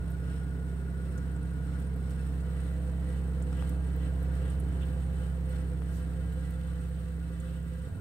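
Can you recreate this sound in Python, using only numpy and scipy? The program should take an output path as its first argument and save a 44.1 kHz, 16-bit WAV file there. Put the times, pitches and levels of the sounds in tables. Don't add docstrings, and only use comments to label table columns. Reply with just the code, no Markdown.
import sys
import numpy as np
from scipy import signal
from scipy.fft import rfft, irfft
from scipy.io import wavfile
from scipy.ndimage import uniform_filter1d

SR = 44100
rng = np.random.default_rng(int(sys.argv[2]) if len(sys.argv) > 2 else 0)


def dump(signal):
    limited = np.clip(np.atleast_2d(signal).T, -1, 1)
    pcm = np.round(limited * 32767).astype(np.int16)
    wavfile.write(sys.argv[1], SR, pcm)


N = 353196
TIME, BINS = np.arange(N) / SR, np.fft.rfftfreq(N, 1 / SR)
CHANGE_S, CHANGE_LENGTH_S = 7.85, 0.033
LULL_S, LULL_LENGTH_S = 7.89, 0.055

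def amp(db):
    return 10 ** (np.asarray(db) / 20)

def unit(x):
    return x / np.sqrt(np.mean(x ** 2) + 1e-30)

def curve(rows):
    s, *columns = np.transpose(rows)
    return np.array([np.interp(TIME, s, c) for c in columns])

def spectrum(rows):
    hz, *columns = np.transpose(rows)
    return np.array([np.interp(np.log(BINS + 1), np.log(hz), c) for c in columns])

def drift(rate_hz):
    knots = rng.standard_normal(4000)
    return unit(np.interp(2 * rate_hz * TIME + rng.random(), np.arange(len(knots)), knots))

def swell(u):
    return np.cos(np.pi * np.clip(u, -.5, .5))

def step(s, length_s):
    return .5 + .5 * np.sin(np.pi * np.clip((TIME - s) / length_s, -.5, .5))

def changed():
    return step(CHANGE_S, CHANGE_LENGTH_S)

# time in seconds, level of the deepest hum in dB.
PROXIMITY = [(0.1, -33.5), (0.89, -34), (2.2, -32.5), (2.31, -32), (4.32, -29.5), (6.6, -33.5),
             (7.8, -36.5)]
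def placed(follow, side_db, turn_s=2.32, turn_length_s=0.76):
    near_db = curve(PROXIMITY)[0]
    return follow * (near_db - near_db.mean()) + side_db * step(turn_s, turn_length_s)

# frequency in Hz, correlation from 0 to 1.
COHERENCE = [(60, 1), (130, 0.96), (290, 0.97), (640, 0.55), (1300, 0), (16000, 0)]
def noise(gain):
    a, b = rfft(rng.standard_normal((2, N)))
    alike = np.clip(spectrum(COHERENCE)[0], -1, 1)
    return irfft(np.array([a, alike * a + np.sqrt(1 - alike ** 2) * b]) * gain, N) * np.sqrt(SR / 2)

def ripple(depth_db, spacing_hz):
    knots = rng.standard_normal((2, 4000))
    contour = np.array([np.interp(BINS / spacing_hz, np.arange(len(k)), k) for k in knots])
    return unit(amp(depth_db * contour))

def ring(hz, width_hz):
    hz = hz * np.ones(N)
    wave = (drift(width_hz) + 1j * drift(width_hz)) * np.exp(2j * np.pi * np.cumsum(hz) / SR)
    lag = min(hz.mean() / 800, np.pi / 2)
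    return np.array([wave.real, (wave * np.exp(-1j * lag)).real])

def harmonic(cycles, k):
    return np.sqrt(2) * np.cos(2 * np.pi * k * cycles + .74 + 1.82 * k - .412 * k ** 2)

# time in seconds, repeat rate in Hz.
FUNDAMENTAL = [(0, 16.6635), (7.83, 16.6635), (7.9, 18.5), (7.95, 22), (8.01, 27)]
def pump_cycles():
    return np.cumsum(curve(FUNDAMENTAL)[0]) / SR

# order, level in dB, share of closeness, gain at the side in dB,
# gain at the change of pace in dB.
STRONG_ORDERS = [(4, -33.5, 0.97, 0, -3), (8, -43.5, 1.2, -3.5, -1), (10, -41.5, 0.22, 0.24, -15)]
# order (rounded when played), left and right levels in dB.
WEAK_ORDERS = [(2, -85, -66), (5, -49.5, -48), (6, -47, -54.5), (7, -54, -51.5), (9, -53, -54.5),
               (11, -83, -52), (11.9, -51, -57), (13, -55.5, -63), (14, -62, -59), (14.8, -65.5, -59.5),
               (16, -95, -72), (16.9, -68, -72), (18, -54, -61), (20, -73, -69.5), (22, -68, -62),
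               (24.2, -62.5, -61.5), (25.8, -72, -74), (26.8, -62, -62), (32.2, -86, -79),
               (38.2, -68.5, -73), (40, -73.5, -80), (44, -93, -68), (46, -114, -71), (50, -104, -69)]
# nearby order, gain in dB, share of closeness, gain at the side in dB.
WEAK_RADIATION = [(7, -4.5, 0.77, 2), (16.3, 2, 1.17, -5), (40, -5.5, 1.56, 5)]
def hum(cycles, lull_depth_db=-7, strong_waver=0.035, weak_waver=0.4):
    out = np.zeros((2, N))
    lull_db = lull_depth_db * swell((TIME - LULL_S) / LULL_LENGTH_S)
    for k, db, follow, side_db, change_db in STRONG_ORDERS:
        pan_db = (3 + 0.47 * (k - STRONG_ORDERS[0][0])) * np.array([[-.5], [.5]])
        level_db = db + placed(follow, side_db) + change_db * changed() + lull_db
        out += amp(level_db + pan_db) * harmonic(cycles, round(k)) * (1 + strong_waver * drift(16))
    orders = [row[0] for row in WEAK_RADIATION]
    reach = amp([db + placed(follow, side) - 6 * changed() for _, db, follow, side in WEAK_RADIATION])
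    for k, left_db, right_db in WEAK_ORDERS:
        shares = np.array([np.interp(k, orders, one) for one in np.eye(len(orders))])
        gain = amp([[left_db], [right_db]]) * (shares @ reach)
        out += gain * harmonic(cycles, round(k)) * (1 + weak_waver * drift(1.485))
    return out

def impeller(cycles, depth):
    return unit(1 + depth * (harmonic(cycles, 2) + harmonic(cycles, 4)) / 2)

# frequency in Hz, left and right densities in dB per Hz.
RUMBLE_SPECTRUM = [(9.8, -73, -87), (20, -74, -92), (43.3, -91, -93), (58.4, -80, -83), (110, -70.5, -66.5),
                   (152, -76.5, -69), (204, -85.5, -83.5), (267, -80, -71), (337, -85.5, -84.5),
                   (407, -78.5, -83.5), (437, -80.5, -80), (576, -100, -100), (990, -140, -140)]
# time in seconds, gain in dB.
DEEP_GAIN = [(0, 9), (.5, -3), (2.05, 4), (2.6, -6), (4.4, -6), (4.75, 1), (5.7, 2), (6.25, 3), (7.7, 4)]
# time in seconds, gain in dB.
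UPPER_GAIN = [(0, -1), (1.9, 1.5), (2.6, -2.5), (3.3, 2), (4.6, 1.5), (5.7, -1), (6.4, -4.5), (7.8, -4.5)]
def rumble(cycles, crossover_hz=200):
    colour = amp(spectrum(RUMBLE_SPECTRUM))
    deep_share = 1 / (1 + (BINS / crossover_hz) ** 8)
    upper = noise(colour * np.sqrt(1 - deep_share)) * amp(curve(UPPER_GAIN))
    upper *= unit(1 + 0.33 * harmonic(cycles, 2))
    deep = noise(colour * np.sqrt(deep_share)) * amp(curve(DEEP_GAIN) - 0.5)
    return (deep + upper) * impeller(cycles, depth=0.74)

# frequency in Hz, left and right densities in dB per Hz.
CHURN_SPECTRUM = [(252, -115, -115), (548, -86.5, -79.5), (591, -83.5, -95.5), (682, -83.5, -79),
                  (721, -91, -94.5), (815, -88, -90), (1300, -92, -91), (1290, -84, -96.5),
                  (1700, -89, -91.5), (1970, -90, -94), (1944, -95, -94), (2295, -100, -95),
                  (3180, -125, -125)]
def churning(sweep_db, surge, crossover_hz=1100):
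    colour = amp(spectrum(CHURN_SPECTRUM)) * ripple(depth_db=2.5, spacing_hz=10)
    upper_share = 1 / (1 + (crossover_hz / (BINS + 1)) ** 8)
    churn = noise(colour * np.sqrt(1 - upper_share)) * amp(3 + placed(follow=1.25, side_db=-3))
    slosh_db = 0.54 + 0.44 * sweep_db + placed(follow=0.52, side_db=0)
    slosh = noise(colour * np.sqrt(upper_share)) * amp(slosh_db)
    return surge * churn + slosh

def drone(sweep_db, start_hz=491.2, rise_hz_per_s=2.4, wander_hz=4.12, sag_hz=50):
    hz = start_hz + rise_hz_per_s * TIME + wander_hz * drift(1.5) - sag_hz * step(LULL_S, LULL_LENGTH_S)
    return ring(hz, width_hz=16) * amp(-60 + 0.42 * sweep_db + placed(follow=.4, side_db=4))

# centre in seconds, swell in dB.
ARM_PASSES = [(.36, 4.5), (0.745, 2.5), (1.17, 3.5), (1.74, 5), (2.165, 5), (2.66, 2.5), (3.142, 5),
              (3.603, 5.3), (4.03, 2.5), (4.47, 6), (4.838, 3), (5.188, 3), (5.57, 5.5), (5.966, 4.5),
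              (6.417, 3), (6.777, 3.5), (7.02, 2), (7.463, 3), (7.83, 1)]
def arm_sweep(pass_length_s=0.34, flutter_db=1.34, sag_db=5):
    level_db = sum(db * swell((TIME - s) / pass_length_s) ** 2 for s, db in ARM_PASSES)
    return level_db - level_db.mean() + flutter_db * drift(9) - sag_db * step(LULL_S, CHANGE_LENGTH_S)

# frequency in Hz, left and right densities in dB per Hz.
FIZZ_SPECTRUM = [(1900, -125, -125), (2600, -100, -99), (2550, -101.5, -93), (3030, -98.5, -103),
                 (2960, -100, -99), (3880, -100, -102), (4700, -106, -108), (6000, -108, -110),
                 (7000, -115, -108), (7590, -114, -99), (8870, -125, -92.5), (8520, -122, -94),
                 (10380, -122, -106), (15700, -120, -113)]
# frequency and width in Hz, left, right and side gains in dB.
PANEL_MODES = [(1180, 14, -73.5, -76.5, 5), (1343, 22, -68.5, -70.5, 0.5), (1612, 17, -66.5, -71.5, 1),
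               (1956, 10, -76, -77, 6), (2990, 30, -82, -87, 3), (3040, 55, -78.5, -90, 7),
               (3484, 35, -80.5, -93, 4), (3970, 80, -78.5, -87, 2), (5320, 160, -76.5, -82, -4),
               (8340, 150, -100, -75, 0), (8750, 80, -106, -73.5, -.5), (12200, 240, -106, -89, 11)]
def spray(sweep_db, patter_db=1.3, wander_db=1.26):
    fizz_db = -1 + 0.54 * sweep_db + placed(follow=.25, side_db=0.83)
    colour = amp(spectrum(FIZZ_SPECTRUM)) * ripple(depth_db=4.5, spacing_hz=45)
    out = noise(colour) * amp(fizz_db + patter_db * drift(100))
    for hz, width_hz, left_db, right_db, side_db in PANEL_MODES:
        struck_db = -1 + 0.86 * sweep_db + placed(0.13, side_db) + wander_db * drift(2.5)
        out += amp([[left_db], [right_db]]) * amp(struck_db) * ring(hz, width_hz)
    return out

# frequency and width in Hz, level in dB, share of closeness, side gain in dB.
CABINET_MODES = [(281.7, 16, -55.5, 1.6, -4.5), (447.3, 16, -59, 0.94, -7.5), (1447, 28, -59.5, 0.085, -7)]
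def cabinet(pan_db_per_octave=1.5):
    out = np.zeros((2, N))
    for hz, width_hz, db, follow, side_db in CABINET_MODES:
        pan_db = pan_db_per_octave * np.log2(hz / CABINET_MODES[0][0]) * np.array([[.3], [-.7]])
        out += ring(hz, width_hz) * amp(db + placed(follow, side_db) + pan_db)
    return out

# frequency in Hz, left and right densities in dB per Hz.
HISS_SPECTRUM = [(3000, -115, -115), (8200, -120, -114), (9600, -117, -113), (12300, -116.5, -111),
                 (14200, -110.5, -110), (15900, -110, -111)]
def hiss():
    return noise(amp(spectrum(HISS_SPECTRUM)))

def bursts(rows, envelope):
    size = SR // 2
    hz, out = np.fft.rfftfreq(size, 1 / SR), np.zeros((2, N))
    right_lead_db = np.interp(hz, [4000, 6030, 8200, 11100, 15700], [-2, 15, 23, 25, -14])
    pan_db = right_lead_db * np.array([[-.5], [.5]])
    for s, db, centre_hz, octaves, length_s in rows:
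        band = np.exp(-.5 * (np.log2((hz + 1) / centre_hz) / octaves) ** 2) * amp(pan_db - pan_db.max(0))
        grain = unit(irfft(rfft(rng.standard_normal((2, size))) * band, size))
        at = np.arange(size) + round(s * SR) - size // 2
        inside = (at >= 0) & (at < N)
        out[:, at[inside]] += (amp(db) * grain * envelope((at / SR - s) / length_s))[:, inside]
    return out

def drop_shape(u):
    return np.clip(u * 16, 0, 1) * amp(-60 * np.maximum(u - 1 / 16, 0))

# start in seconds, level in dB, centre in Hz, width in octaves.
DROP_IMPACTS = [(.102, -55, 12000, .4), (1.176, -51.5, 7250, .35), (1.797, -57, 10000, 0.38),
                (1.96, -59, 11000, .4), (2.104, -55.5, 8000, .6), (2.715, -63.5, 13500, .3),
                (3.421, -51, 8200, .21), (3.691, -49, 10500, 0.66), (3.96, -56, 14000, .25),
                (4.225, -56, 10500, .5), (4.498, -50.5, 8700, 0.21), (4.597, -49, 10100, .26),
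                (5.49, -58, 13500, .3), (6.325, -59.5, 13000, .3), (6.504, -56, 11000, .4),
                (6.885, -63.5, 13500, .3), (7.399, -51.5, 8400, 0.24)]
def drops(large_t60_s=0.047, small_t60_s=.06, small_count=70):
    large = [(*row, large_t60_s) for row in DROP_IMPACTS]
    small = [(when * TIME[-1], -66 + 3 * min(-np.log(size), 3), 8100 + 1300 * pitch, .1, small_t60_s)
             for when, size, pitch in rng.random((small_count, 3))]
    return bursts(large + small, drop_shape)

# peak time in seconds, level in dB, length in seconds.
WALL_SLAPS = [(.33, -69, .25), (3.6, -61, .12), (4.031, -63, 0.099), (4.46, -63, 0.18),
              (4.831, -55.5, .055), (6.99, -68, .1), (7.523, -69, 0.34)]
def splashes(centre_hz=2970, octaves=0.21):
    return bursts([(s, db, centre_hz, octaves, length_s) for s, db, length_s in WALL_SLAPS], swell)

# peak time in seconds, level in dB, centre in Hz, width in octaves, length in seconds.
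HAND_RUBS = [(2.29, -73, 13000, .5, .25), (5.96, -61, 7000, 1, .14)]
def hand_rubs():
    return bursts(HAND_RUBS, swell)

# frequency in Hz, level in dB, 60 dB decay time in seconds.
PLASTIC_MODES = [(780, -5, .006), (1280, -4, .006), (2350, -6.5, 0.0019), (5160, -12.5, .003)]
# start in seconds, gain in dB, contact time in seconds.
KNOCK_HITS = [(3.418, -34, .00006), (3.5295, -31, .00004), (3.6245, -26.5, .00012), (5.8205, -29, .0003)]
def knocks(right_share=0.15):
    t, out = TIME[:SR // 20], np.zeros(N)
    plastic = sum(amp(db - 60 * t / t60) * np.sin(2 * np.pi * hz * t) for hz, db, t60 in PLASTIC_MODES)
    for s, db, contact_s in KNOCK_HITS:
        knock = uniform_filter1d(plastic, size=round(contact_s * SR), mode="constant")
        out[round(s * SR):][:len(t)] += amp(db) * knock
    return np.array([out, right_share * out])

def scene(surge_db=5.5):
    cycles, sweep_db = pump_cycles(), arm_sweep()
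    surge = amp(surge_db * changed())
    water = drops() + surge * rumble(cycles)
    water += (churning(sweep_db, surge) + drone(sweep_db)) * impeller(cycles, depth=.12)
    water += spray(sweep_db) + splashes()
    return water + hand_rubs() + hum(cycles) + cabinet() + hiss() + knocks()

def record(dry):
    lowpass = signal.firwin(801, 15780, window=("kaiser", 9), fs=SR)
    return signal.oaconvolve(dry, lowpass[None], "same")

dry = scene()
out = record(dry)
dump(out)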